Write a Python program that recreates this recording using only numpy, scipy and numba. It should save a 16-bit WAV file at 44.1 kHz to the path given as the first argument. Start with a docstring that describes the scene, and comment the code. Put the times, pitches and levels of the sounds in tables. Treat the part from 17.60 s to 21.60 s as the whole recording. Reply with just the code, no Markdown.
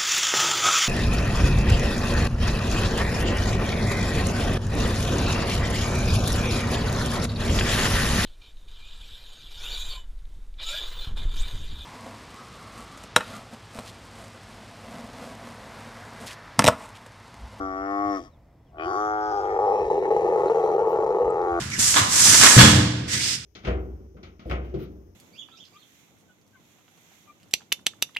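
"""A camel groans twice in an open sandy pen; the second groan breaks into a loud gargling bellow
as it bends its neck back. Vocal-fold pulses, even at first and then chaotic, ring the moving
resonances of its long throat, and air rasps with each pulse. It stands left of centre, with a short
scatter off the pen. Behind it a small bird chirps, gear rustles and ticks, and light wind rumbles."""
import sys
import numpy as np
from scipy import signal
from scipy.fft import rfft, irfft
from scipy.io import wavfile
from scipy.ndimage import uniform_filter1d, map_coordinates
from numba import njit

SR = 44100
rng = np.random.default_rng(int(sys.argv[2]) if len(sys.argv) > 2 else 0)


def digitize_waveform(pressure):
    """Quantize a signal to 16-bit integers and store it at the path in sys.argv[1].

    Rows of a 2-D input are taken as channels; values are limited to [-1, 1].
    """
    field = np.atleast_2d(pressure).T
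    bounded = np.clip(field, -1, 1)
    quanta = np.round(bounded * 32767).astype(np.int16)
    wavfile.write(sys.argv[1], SR, quanta)


N = 176400
T = np.arange(N) / SR

# pitch of the vocal folds: t/s, f/Hz
FOLD_PITCH = [(0, 96.84), (.126, 94.45), (.326, 100.1), (.444, 101.7), (.504, 100.9), (.554, 97.5),
              (.6, 91.76), (1.18, 74.76), (1.23, 81.6), (1.28, 90.9), (1.34, 95.7), (1.38, 104.4),
              (1.48, 105.8), (1.694, 105.6), (1.84, 100.5), (2.1, 99.97), (2.5, 88.1), (3.7, 88.64),
              (3.85, 87.84), (4, 86.3)]
# grit of the folds: t/s, roughness/0-1
FOLD_ROUGHNESS = [(0, .008), (.57, .008), (.62, .6), (1.15, .6), (1.19, .15), (1.34, .2), (1.38, .012),
                  (1.69, .012), (1.72, .25), (1.9, .35), (1.97, .5), (2.01, .2), (2.12, .3), (2.25, 1),
                  (3.68, .9), (3.8, .18), (3.92, .07), (4, .05)]
# gulps, where the folds catch and burst open: t/s, pulse accent/dB, first-formant boom/dB
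GULP_HITS = [(1.989, 4, -2.5), (2.301, 1.5, -1), (2.378, 3, 2), (2.505, 1, 1), (2.564, 8, -3.5),
             (2.677, 1, -3.5), (2.805, 3, -5), (2.898, 4.5, 0), (3.181, 1.5, 3), (3.318, -0.5, 6.5),
             (3.402, 0, 4.5), (3.463, 4, -8.5), (3.585, 0.5, 2), (3.608, -4, 8), (3.678, 3.5, 3.5)]
# glide of the four throat formants: t/s, f1/Hz, f2/Hz, f3/Hz, f4/Hz
FORMANT_GLIDE = [(0, 293, 716, 1154, 1347), (.2, 304, 706, 1148, 1350), (.4, 308, 719, 1140, 1283),
                 (.56, 285.2, 673, 1102, 1244), (1.2, 350, 691, 1160, 1413), (1.3, 363, 749, 1120, 1369),
                 (1.42, 384, 760, 1141, 1296), (1.67, 386.2, 789, 1218, 1473), (1.8, 420, 794, 1235, 1410),
                 (2.05, 459, 807, 1124, 1286), (2.2, 440, 822, 1142, 1206), (2.4, 417, 860, 1130, 1310),
                 (2.5, 434, 820, 1137, 1275), (3.3, 438.5, 848, 1152, 1310), (3.7, 447, 845, 1153, 1287),
                 (3.85, 404, 813, 1154, 1340), (4, 363, 690, 1175, 1410)]
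# their shapes, a row each: width/Hz, skirt/Hz, gain/dB
FORMANT_SHAPES = [(49.7, 1500, 2.5), (63, 250, 3.5), (63.6, 85, -3), (68, 430, -5)]
# extra throat resonances that open in the gargle: f/Hz, width/Hz, skirt/Hz, gain/dB
GARGLE_FORMANTS = [(440, 39, 200, -11), (500, 13, 440, -6.5), (692, 150, 97, -11.5)]
# upper throat resonances: f/Hz, width/Hz, gain/dB
UPPER_FORMANTS = [(1834, 120, 0.5), (2156, 71, -7)]
# faders of the calls: t/s, formant 1/dB, formant 2/dB, formants 3 and 4/dB, upper formants/dB, rasp/dB
GROAN_1_FADERS = [(0.0, -34.5, -41, -32.5, -59.5, -66), (0.114, -39, -41, -36, -54.5, -68.5),
                  (0.438, -32.5, -33, -31.5, -48, -65), (0.526, -31.5, -34.5, -34.5, -49, -60.5),
                  (0.574, -36, -43, -34, -50, -59), (0.608, -42.5, -51, -59, -68, -65),
                  (0.66, -55, -61.5, -53, -66, -66.5), (0.7, -73, -77, -69, -82, -83)]
GROAN_2_FADERS = [(1.1, -85, -72, -84, -94, -88), (1.15, -62, -54.5, -59, -93, -102),
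                  (1.196, -40, -42, -38, -52, -76), (1.256, -39, -37, -33.5, -58.5, -62.5),
                  (1.414, -32.5, -33.5, -27.5, -59, -60), (1.524, -34, -31.5, -28.5, -56.5, -65.5),
                  (1.778, -33.5, -32, -35.5, -68.5, -61.5), (1.898, -30.5, -34.5, -38.5, -51, -64),
                  (2.02, -25.5, -27.5, -36.5, -57, -65)]
BELLOW_FADERS = [(2.06, -26.5, -26, -37.5, -55, -62.5), (2.188, -25.5, -30.5, -40, -55, -61.5),
                 (2.286, -29.5, -38.5, -52.5, -58, -62), (2.302, -24, -29.5, -52, -55.5, -59),
                 (2.422, -26.5, -39, -48.5, -56.5, -61), (2.448, -28, -36, -45, -45, -60),
                 (2.476, -28, -30, -45.5, -63, -61.5), (2.508, -21, -31.5, -41.5, -51, -59),
                 (2.53, -24, -31.5, -47.5, -55, -58), (2.82, -23.5, -32, -37, -53.5, -59),
                 (2.918, -23.5, -32.5, -40, -55.5, -57.5), (3.296, -25, -32.5, -38.5, -59, -62),
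                 (3.642, -25, -34.5, -40, -58, -62.5), (3.87, -29, -32, -35, -54.5, -62.5),
                 (4.0, -29.5, -30.5, -30.5, -57, -60)]
# EQ of the mouth, before and after the neck bends: f/Hz, gain/dB
MOUTH_EARLY_EQ = [(1410, -29), (2400, -4.5), (2690, -15.5), (3260, -0.5), (3860, -8), (3980, -27),
                  (4170, -11.5), (5450, 6), (6020, -5), (6710, -2), (7300, -16.5), (8000, -12),
                  (8700, -18.5), (13500, -26.5), (15000, -21.5)]
MOUTH_BENT_EQ = [(1410, -16), (2400, 7), (2840, -4.5), (3070, -6), (3260, 1.5), (3470, -11.5), (3800, -3.5),
                 (4200, -8), (5090, -7.5), (5540, -11.5), (6020, -7.5), (6550, -3.5), (7700, -11.5),
                 (9610, -15.5), (11000, -26.5), (14100, -25), (15000, -22)]
# start and end of the crossfade between the two: t/s
MOUTH_CROSSFADE = [1.58, 2.5]
# narrow wandering mouth resonances: f/Hz, width/Hz, level against the rasp/dB
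MOUTH_PEAKS = [(2700, 400, -9), (4050, 600, -19), (5700, 250, -15)]
# brief rings of mouth and throat: t/s, length/s, f/Hz, width/Hz, level/dB
CROAK_HITS = [(0.487, 0.093, 5580, 400, -56), (1.18, 0.07, 2440, 170, -46), (1.173, 0.11, 3025, 390, -53),
              (1.193, 0.22, 4640, 260, -60.5), (1.3, 0.25, 6200, 900, -59.5),
              (1.601, 0.24, 5200, 1800, -59), (1.253, 0.042, 374, 72, -30.5), (2.1, 0.17, 2500, 270, -54.5),
              (3.3, 0.053, 2750, 300, -56.5)]
# head position: t/s, left bass lead/ms, left treble lead/ms, treble L-R/dB, turned away/0-1
HEAD_PATH = [(0, 0.2, 0.26, 7, 0.69), (.6, 0.22, 0.22, 8, 0.7), (1.3, 0.21, 0.24, 6.5, 0.1),
             (1.7, 0.12, 0.32, 4.5, 0.43), (2.2, 0.073, 0.21, 3, 1), (3.72, 0.051, 0.2, 2.5, 1),
             (4, 0.14, 0.19, 3, 0.5)]
# bird chirps: t/s, length/s, start f/Hz, end f/Hz, level/dB
BIRD_NOTES = [(.69, .08, 4400, 3200, -78), (.98, .09, 3350, 3500, -84), (1.06, .065, 3500, 2350, -76)]
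# rustles and ticks of gear: t/s, length/s, f/Hz, width/Hz, level/dB
GEAR_HITS = [(3.275, .075, 13600, 2200, -67), (3.703, .005, 7600, 1300, -51), (2.872, .025, 4050, 600, -57),
             (3.817, .004, 4500, 1900, -53)]
# EQ of the distant air and of the wind: f/Hz, gain/dB
AIR_EQ = [(88, -30.5), (150, -5.5), (229, -6), (416, -13), (687, -10.5), (1700, -28.5), (2020, -24.5),
          (2650, -33), (10800, -47), (15000, -43)]
WIND_EQ = [(20, -19), (42, -4), (70, -0.5), (110, -5.5), (170, -16), (300, -20.5)]
# wind fader: t/s, level/dB
WIND_FADER = [(0, -46), (.3, -53), (.7, -52), (.9, -56.5), (1.15, -51), (1.4, -52), (2.3, -51), (3.2, -56),
              (4, -47)]


def camel():
    """Fold pulses and puffs of air ring the throat and chest and rasp through the mouth."""
    fade_s, silent_db = .065, -93
    breath_db, throat_db, rasp_db, chest_db = -27, .5, 4.5, -25.5  # trims
    (pitch,), (rough,), turned = curve(FOLD_PITCH), curve(FOLD_ROUGHNESS), curve(HEAD_PATH)[3]
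    pause_s = GROAN_1_FADERS[-1][0] + fade_s, GROAN_2_FADERS[0][0] - fade_s
    pause = [(t,) + (silent_db,) * 5 for t in pause_s]
    *formant_levels, rasp_level = undb(curve([*GROAN_1_FADERS, *pause, *GROAN_2_FADERS, *BELLOW_FADERS]))
    pulses, puff = folds(pitch, rough)
    source = unit(pulses + flaps(rough))
    source += undb(breath_db) * (1 + 16 * rough) * puff * noise()
    body = throat(source, formants(formant_levels, rough, turned))
    rasp = (1 - turned) * unit(pulses) + (puff + .5 * turned ** 2) * noise()
    return (undb(throat_db) * body + croaks(source)
            + undb(rasp_db) * rasp_level * mouth(rasp, turned)
            + undb(chest_db) * formant_levels[0] * chest(source, turned))


def folds(pitch, rough):
    """One pulse and one puff of air a cycle; roughness scatters timing and force, gulps catch a pulse."""
    jitter, shimmer_db, catch_s, puff_s = .19, 1.6, .009, .005
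    pulses, at, gulps = np.zeros(N + 16), 0., list(GULP_HITS)
    for slip, force in rng.standard_normal((700, 2)):
        if at >= N:
            break
        db = shimmer_db * rough[int(at)] * min(force, 1.5)
        if gulps and at / SR > gulps[0][0] - catch_s:
            start, db, _ = gulps.pop(0)
            at = start * SR
        i = int(at)
        click = np.sinc(np.arange(16) - 7 - at + i) * np.hanning(16)  # lands between samples
        pulses[i:i + 16] += undb(db) * click
        at += SR / pitch[min(i + 220, N - 1)] * np.exp(jitter * rough[i] * slip)
    puff = signal.lfilter([1], [1, -np.exp(-1 / (SR * puff_s))], pulses[:N])
    return pulses[:N], unit(puff)


def flaps(rough, per_s=150, size=.33):
    """Loose throat tissue slaps at random between the pulses where the voice is rough."""
    return size * rough ** 2 * (rng.random(N) < per_s / SR)


def formants(levels, rough, turned):
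    """Throat resonances as (centre, width, skirt, level): gargling wobbles them, gulps shift the boom."""
    wobble, wobble_per_s, gulp_s, upper_trim_db = .035, 28, .014, 3
    first, second, third, upper = levels
    boom = undb(sum(db * (np.abs(T - t) < gulp_s / 2) for t, _, db in GULP_HITS))
    damping = 1 + .6 * (1 - turned)  # an open mouth facing out widens the resonances
    faders = first * boom, second, third, third
    rings = []
    for hz, (width, skirt, db), fader in zip(curve(FORMANT_GLIDE), FORMANT_SHAPES, faders):
        centre = hz * (1 + wobble * rough * walk(wobble_per_s))
        rings.append((centre, width * damping, skirt, undb(db) * fader))
    for hz, width, skirt, db in GARGLE_FORMANTS:
        rings.append((hz, width, skirt, undb(db) * first * np.maximum(turned, .4)))
    for hz, width, db in UPPER_FORMANTS:
        rings.append((hz, width * (1 + 1.9 * rough), 240, undb(upper_trim_db + db) * upper))
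    return rings


def throat(source, rings):
    """One long tube with moving resonances: each pulse starts them all at once, and the lows trail."""
    hop, size = 294, 4096
    low_edge, high_edge = .83, 1.434  # passband of a resonance, as ratios of its centre
    f = np.fft.rfftfreq(size, 1 / SR) + 1
    per_frame = lambda v: (v + np.zeros(N))[hop // 2::hop, None]
    bell = lambda hz, width: 1 / (1 + ((f * f - hz * hz) / (f * width)) ** 2)
    power = 0
    for hz, width, skirt, level in rings:
        gain = per_frame(level / slow_level(resonate(source, hz, width, skirt)))
        centre = per_frame(hz)
        edges = 1 + (low_edge * centre / f) ** 12 + (f / (high_edge * centre)) ** 12
        power += gain ** 2 * bell(centre, per_frame(width)) * bell(centre, per_frame(skirt)) / edges
    # minimum phase keeps the attack sharp, with all the ringing after it
    floor = 3e-9 * power.max(axis=1, keepdims=True)
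    cepstrum = irfft(np.log(power + floor))[:, :size // 2]
    cepstrum[:, 0] /= 2
    response = np.exp(rfft(cepstrum, size))
    frames = irfft(rfft(source.reshape(-1, hop), size) * response)
    out = np.zeros(N + size)
    for k, frame in enumerate(frames):
        out[k * hop:k * hop + size] += frame
    return out[:N]


def mouth(rasp, turned):
    """The rasp morphs between two mouth shapes; narrow peaks wander in it as the neck bends."""
    drift, swing_db, per_s = .02, 4, 7
    blend = np.interp(T, MOUTH_CROSSFADE, [0, 1])
    hiss = (1 - blend) * steady(colour(rasp, MOUTH_EARLY_EQ))
    hiss += blend * steady(colour(rasp, MOUTH_BENT_EQ))
    for hz, width, db in MOUTH_PEAKS:
        centre = hz * (1 + drift * walk(per_s))
        level = turned ** 3 * undb(db + swing_db * walk(per_s))
        hiss += level * steady(resonate(rasp, centre, width, skirt=830))
    return steady(hiss)


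def croaks(source):
    """Single mouth and throat resonances ring out briefly."""
    return sum(undb(db) * swell(start, length) * steady(resonate(source, hz, width, width))
               for start, length, hz, width, db in CROAK_HITS)


def chest(source, turned):
    """A low chest resonance adds weight and rises as the head turns away."""
    return steady(resonate(source, hz=100 + 60 * turned ** 4, width=72, skirt=100))


def place_left(voice, shadow_hz=600, split_hz=1210):
    """The voice arrives earlier and brighter on the left; bass and treble have their own delays."""
    bass_ms, treble_ms, pan_db, _ = curve(HEAD_PATH)
    below = lambda x, hz, order: signal.sosfiltfilt(signal.butter(order, hz, fs=SR, output="sos"), x)
    delay = lambda x, ms: map_coordinates(x, [(T - ms / 1000) * SR], mode="nearest")
    low = below(voice, shadow_hz, order=1)
    left, right = (low + (voice - low) * undb(side * pan_db / 2) for side in (1, -1))
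    bass = below(right, split_hz, order=3)
    return np.array([left, delay(bass, bass_ms) + delay(right - bass, treble_ms)])


def pen(x, wet_db=-6, treble_db=9, t60_s=.087):
    """Scatter from rails and animals: bright and wide on top, centred in the bass."""
    decay = undb(-60 * T / t60_s) * np.clip(T / .003, 0, 1)
    bass = cut(noise(), 720, "low")
    tails = [decay * (bass + undb(treble_db) * cut(noise(), 920, "high")) for _ in range(2)]
    return undb(wet_db) * np.array([signal.fftconvolve(x, t / np.linalg.norm(t))[:N] for t in tails])


def bird():
    """Thin, wavering whistles glide far off."""
    out = np.zeros(N)
    for start, length, start_hz, end_hz, db in BIRD_NOTES:
        level = undb(db + 3.9 * walk(93)) * swell(start, length)
        hz = np.interp(T, [start, start + length], [start_hz, end_hz]) * (1 + .014 * walk(330))
        out += level * np.sin(2 * np.pi * np.cumsum(hz) / SR)
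    return out


def gear():
    """Gear rustles and ticks in short, bright bursts of noise."""
    return sum(undb(db) * swell(start, length) * unit(resonate(noise(), hz, width, width))
               for start, length, hz, width, db in GEAR_HITS)


def outdoors(air_db=-61.5):
    """A near-mono bed of distant air under a low, fluttering wind."""
    shared = noise()
    air = np.array([unit(colour(shared + .37 * noise(), AIR_EQ)) for _ in range(2)])
    air *= undb(air_db + walk(7.4))
    gusts = undb(curve(WIND_FADER)[0] + 2 * walk(24))
    return air + gusts * unit(colour(noise(), WIND_EQ))


def undb(db):
    return 10 ** (np.asarray(db) / 20)


def curve(rows):
    """One automation lane for each column after the time."""
    times, *columns = np.array(rows, float).T
    return [np.interp(T, times, column) for column in columns]


def swell(start, length):
    """A rounded envelope with quick edges."""
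    return np.sqrt(np.abs(np.sin(np.pi * np.clip((T - start) / length, 0, 1))))


def unit(x):
    return x / np.sqrt(np.mean(x ** 2))


def slow_level(x, size=2400):
    """RMS level over several pulses."""
    return np.sqrt(np.abs(uniform_filter1d(uniform_filter1d(x * x, size), size)) + 1e-18)


def steady(x):
    """Ride the slow level to 1, keeping the single pulses."""
    return x / slow_level(x)


def noise():
    return rng.standard_normal(N)


def walk(per_s):
    """Smooth random drift with an RMS of 1."""
    step = int(SR / per_s)
    held = np.repeat(rng.standard_normal(N // step + 1), step)
    return unit(uniform_filter1d(held, step)[:N])


@njit
def svf(x, hz, width):
    """State-variable band-pass, gain 1 at the centre."""
    y, band_state, low_state = np.empty(len(x)), 0., 0.
    for i in range(len(x)):
        g, damping = np.tan(np.pi * hz[i] / SR), width[i] / hz[i]
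        band = (band_state + g * (x[i] + 1e-18 - low_state)) / (1 + g * (g + damping))
        band_state = 2 * band - band_state
        low_state += 2 * g * band
        y[i] = damping * band
    return y


def resonate(x, hz, width, skirt):
    """Two band-passes in series on one centre; their bandwidths are width and skirt, in Hz."""
    hz, width, skirt = (v + np.zeros(N) for v in (hz, width, skirt))
    return svf(svf(x, hz, width), hz, skirt)


def cut(x, hz, kind):
    return signal.sosfilt(signal.butter(2, hz, kind, fs=SR, output="sos"), x)


def colour(x, points):
    """EQ through (f/Hz, gain/dB) points, falling steeply outside them."""
    hz, db = np.array(points, float).T
    log_f = np.log(np.fft.rfftfreq(N, 1 / SR) + 1)
    outside = np.maximum(np.log(hz[0]) - log_f, 0) + np.maximum(log_f - np.log(hz[-1]), 0)
    return irfft(rfft(x) * undb(np.interp(log_f, np.log(hz), db) - 90 * outside), N)


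def scene():
    """Camel up front, camel and bird scattering off the pen, gear and wind behind."""
    voice, chirps = camel(), bird()
    return place_left(voice) + chirps + pen(voice + chirps) + gear() + outdoors()


def record(dry, fade_s=.004, top_hz=15700):
    """Quick fades at both ends and a steep high cut."""
    fades = np.clip(np.minimum(T, T[-1] - T) / fade_s, 0, 1)
    return signal.sosfilt(signal.ellip(10, .1, 80, top_hz, fs=SR, output="sos"), dry * fades)


dry = scene()
out = record(dry)
digitize_waveform(out)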